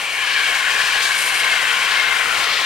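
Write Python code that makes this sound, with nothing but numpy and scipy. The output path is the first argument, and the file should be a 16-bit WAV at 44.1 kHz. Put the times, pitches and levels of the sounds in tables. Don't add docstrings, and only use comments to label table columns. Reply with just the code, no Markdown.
import sys
import numpy as np
from scipy import signal
from scipy.fft import rfft, irfft, next_fast_len
from scipy.io import wavfile
from scipy.ndimage import uniform_filter1d

SR = 44100
rng = np.random.default_rng(int(sys.argv[2]) if len(sys.argv) > 2 else 0)


def unload_audio(sound):
    columns = np.transpose(np.atleast_2d(sound))
    steps = np.round(np.clip(columns, -1, 1) * 32767)
    wavfile.write(sys.argv[1], SR, steps.astype(np.int16))


N = 116865
T = np.arange(N) / SR
HZ = np.maximum(np.fft.rfftfreq(N, 1 / SR), 1)
SPEED_M_S, TRACK_M, SOUND_M_S = 40, 19, 343
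FLUTTER_HZ, GRAIN_HZ = 69.8, 300

# (f/Hz, relative level/dB)
RAIL_SPECTRUM = [(300, -31), (700, -15.5), (1000, -5), (1250, -4.5), (1500, -3.5), (1850, 0.5), (2200, 1),
                 (2700, -1.5), (3150, -1.5), (3600, -8), (5000, -15), (8000, -21.5), (15000, -40)]
SLEEPER_SPECTRUM = [(20, -6.5), (60, -8.5), (170, -8), (300, -6), (370, -4), (450, 3), (580, 1), (780, 5.5),
                    (1050, 1.5), (1500, -3), (3000, -18)]
SIZZLE_SPECTRUM = [(2500, -38), (4500, 0.5), (5800, -2), (7000, 0), (8200, -1), (9800, -1.5), (11000, -9.5),
                   (13000, -13), (15800, -27)]
HISS_SPECTRUM = [(1500, -37), (2600, -28.5), (3300, 5), (4200, 5.5), (5200, -0.5), (7000, -10.5),
                 (15000, -38)]
SCUFF_SPECTRUM = [(1500, -13), (4000, 4), (7500, 2), (10000, -12), (15800, -15)]
GRAZE_SPECTRUM = [(4000, -10), (7500, -1), (9000, 5), (10000, 1.5), (11500, -3), (13500, -9), (15800, -18)]
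# (t/s, level/dB)
RAIL_ENVELOPE = [(0, -23.5), (.13, -27), (.22, -22.5), (.48, -20.5), (.6, -22.5), (.8, -20.5),
                 (1.02, -21.5), (1.19, -23), (1.4, -20.5), (1.75, -19.5), (2.05, -20.5), (2.3, -21.5),
                 (2.65, -21)]
SLEEPER_ENVELOPE = [(0, -37), (.12, -37), (.33, -39), (.48, -34.5), (.62, -37.5), (.8, -33), (1.16, -36),
                    (1.5, -34), (1.85, -35.5), (1.94, -33), (2.05, -35), (2.35, -31.5), (2.57, -32),
                    (2.65, -34.5)]
SIZZLE_ENVELOPE = [(0, -37), (.16, -34), (.33, -35.5), (.45, -32), (.75, -33.5), (1.1, -30), (1.5, -32),
                   (1.65, -32.5), (1.8, -32.5), (2.0, -35), (2.2, -33), (2.38, -31.5), (2.5, -37.5),
                   (2.65, -35.5)]
# (closest approach t/s, lower wheel mode f/Hz, level/dB, upper mode f/Hz, level/dB)
BOGIE_PASSES = [(0.121, 1710, -48, 2270, -27.5), (.38, 1647, -26, 2333, -24.5),
                (.61, 1546, -26.5, 2120, -29), (.85, 1690, -24.5, 2430, -29),
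                (1.10, 1597, -27, 2257, -25.5), (1.469, 1570, -30, 2176, -24.5),
                (1.681, 1533, -26, 2126, -32), (2.0, 1640, -28, 2160, -23.5), (2.2, 1465, -26, 1980, -34),
                (2.36, 1320, -33.5, 2260, -28), (2.6, 1320, -35, 1920, -28.5)]
# (frequency ratio, relative level/dB)
UPPER_MODES = [(0.998, 3), (1.075, -8), (1.221, -5), (1.31, -7.5), (1.42, -13), (1.83, -8)]
# (peak t/s, half-width/s, level/dB)
HISS_EVENTS = [(0.371, 0.086, -28.5), (.80, 0.075, -31), (1.013, 0.14, -26.5), (1.449, 0.19, -32),
               (1.952, 0.096, -28), (2.557, 0.13, -25)]
GRAZE_EVENTS = [(1.245, .075, -30), (1.38, 0.037, -34.5)]
# (peak t/s, level/dB)
SCUFF_EVENTS = [(.44, -41), (.55, -29), (.705, -28.5), (.785, -32), (.855, -29), (1.025, -25.5),
                (1.54, -39), (1.79, -34)]
# (f/Hz, coherence from 0 to 1)
COHERENCE = [(60, .57), (130, .65), (290, 0.87), (640, 0.99), (1300, 0.78), (2400, 0.97), (4500, 0.63),
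             (8000, 0.68), (15000, 0.85)]
# (f/Hz, phase/rad)
LEVEL_DIFFERENCE = [(60, 3), (110, 5), (200, 2.5), (380, 0.5), (700, 4.5), (1290, 6), (2400, 4.5),
                    (4400, 5), (6500, 3), (7700, 1), (8800, -2.5), (11000, -1.5), (15000, 1)]
LEVEL_DRIFT = [(0, 0), (.45, 1), (1.4, 1), (1.85, 1.2), (2.2, 2.5), (2.65, 1.2)]
PHASE_DIFFERENCE = [(0, 0.3), (1210, 0.0021), (1460, -0.95), (1720, -0.83), (3270, -0.4), (5770, -0.65),
                    (6720, -1.14), (7320, -0.9), (7840, -1.36), (9040, 0.096), (15300, -0.1)]


def undb(db):
    return 10 ** (np.asarray(db) / 20)


def over_time(rows):
    return np.interp(T, *np.array(rows).T)


def over_frequency(rows):
    hz, value = np.array(rows, float).T
    return np.interp(np.log(HZ), np.log(np.maximum(hz, 1)), value)


def noise(gain):
    size = next_fast_len(N, real=True)
    white = rfft(rng.standard_normal((2, size)))
    shaped = irfft(white * np.interp(np.fft.rfftfreq(size, 1 / SR), HZ, gain), size)[:, :N]
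    return shaped / shaped.std()


def steel_noise(spectrum, ripple_db, spacing_hz=70.2):
    knots = np.arange(0, SR / 2, spacing_hz)
    ripple = np.interp(HZ, knots, rng.standard_normal(len(knots)))
    return noise(undb(over_frequency(spectrum) + ripple_db * ripple))


def fluctuation(rate_hz):
    knots = np.arange(0, T[-1] + 1, 1 / rate_hz)
    jagged = np.interp(T, knots, rng.standard_normal(len(knots)))
    smooth = uniform_filter1d(jagged, int(SR / rate_hz))
    return (smooth - smooth.mean()) / smooth.std()


def flutter(depth_db, rate_hz=FLUTTER_HZ):
    return undb(depth_db * fluctuation(rate_hz))


def swell(at, half_width, db):
    return undb(db) * np.exp(-((T - at) / half_width) ** 2 / 2)


def delay(sound, seconds):
    return np.array([np.interp((T - seconds) % T[-1], T, field) for field in sound])


def distance(closest_at):
    return np.hypot(SPEED_M_S * (T - closest_at), TRACK_M)


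def doppler(sound, closest_at):
    return delay(sound, (distance(closest_at) - TRACK_M) / SOUND_M_S)


def rail_roar():
    envelope = undb(over_time(RAIL_ENVELOPE)) * flutter(depth_db=0.49)
    return steel_noise(RAIL_SPECTRUM, ripple_db=2.36) * envelope


def sleeper_rumble():
    envelope = undb(over_time(SLEEPER_ENVELOPE)) * flutter(depth_db=1.06)
    return noise(undb(over_frequency(SLEEPER_SPECTRUM))) * envelope


def contact_sizzle():
    return steel_noise(SIZZLE_SPECTRUM, ripple_db=1) * undb(over_time(SIZZLE_ENVELOPE))


def wheel_mode(hz, half_width_hz):
    return 1 / (1 + ((HZ - hz) / half_width_hz) ** 2) ** 2


def wavering_ring(power, rate_hz=24.004, jitter_s=0.00015, depth_db=1.8):
    ring = delay(noise(np.sqrt(power)), jitter_s * fluctuation(rate_hz))
    return ring * undb(depth_db * np.tanh(fluctuation(rate_hz)))


def wheel_ringing(beam_exponent=6.45):
    out = 0
    for at, lower_hz, lower_db, upper_hz, upper_db in BOGIE_PASSES:
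        lower = wheel_mode(lower_hz, half_width_hz=102)
        upper = sum(undb(db) ** 2 * wheel_mode(ratio * upper_hz, half_width_hz=48)
                    for ratio, db in UPPER_MODES)
        ring = undb(lower_db) * wavering_ring(lower) + undb(upper_db) * wavering_ring(upper)
        out += doppler(ring, at) * (TRACK_M / distance(at)) ** beam_exponent
    return out


def wheel_hiss():
    return sum(doppler(steel_noise(HISS_SPECTRUM, ripple_db=1), at) * swell(at, half_width, db)
               for at, half_width, db in HISS_EVENTS)


def scuffs(attack_s=0.008, decay_s=0.048):
    envelope = sum(undb(db) * np.exp(-np.maximum((at - T) / attack_s, (T - at) / decay_s))
                   for at, db in SCUFF_EVENTS)
    return noise(undb(over_frequency(SCUFF_SPECTRUM))) * envelope


def grazes():
    return steel_noise(GRAZE_SPECTRUM, ripple_db=1) * sum(swell(*event) for event in GRAZE_EVENTS)


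def stereo(fields):
    direct, scattered = rfft(fields)
    coherence = over_frequency(COHERENCE)
    sides = np.array([[1], [-1]])
    channels = np.sqrt((1 + coherence) / 2) * direct + sides * np.sqrt((1 - coherence) / 2) * scattered
    balance = undb(sides * over_frequency(LEVEL_DIFFERENCE) / 2)
    phase = sides * np.interp(HZ, *np.array(PHASE_DIFFERENCE).T) / 2
    drift = undb(sides * over_time(LEVEL_DRIFT) / 2)
    return irfft(channels * balance * np.exp(1j * phase), N) * drift


def scene():
    track = rail_roar() + sleeper_rumble()
    grainy_treble = (contact_sizzle() + grazes()) * flutter(depth_db=0.8, rate_hz=GRAIN_HZ)
    contacts = (grainy_treble + wheel_hiss()) * flutter(depth_db=1.1)
    return stereo(track + contacts + wheel_ringing() + scuffs())


def record(dry):
    return signal.sosfilt(signal.ellip(10, 0.2, 80, 15800, fs=SR, output="sos"), dry)


dry = scene()
out = record(dry)
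unload_audio(out)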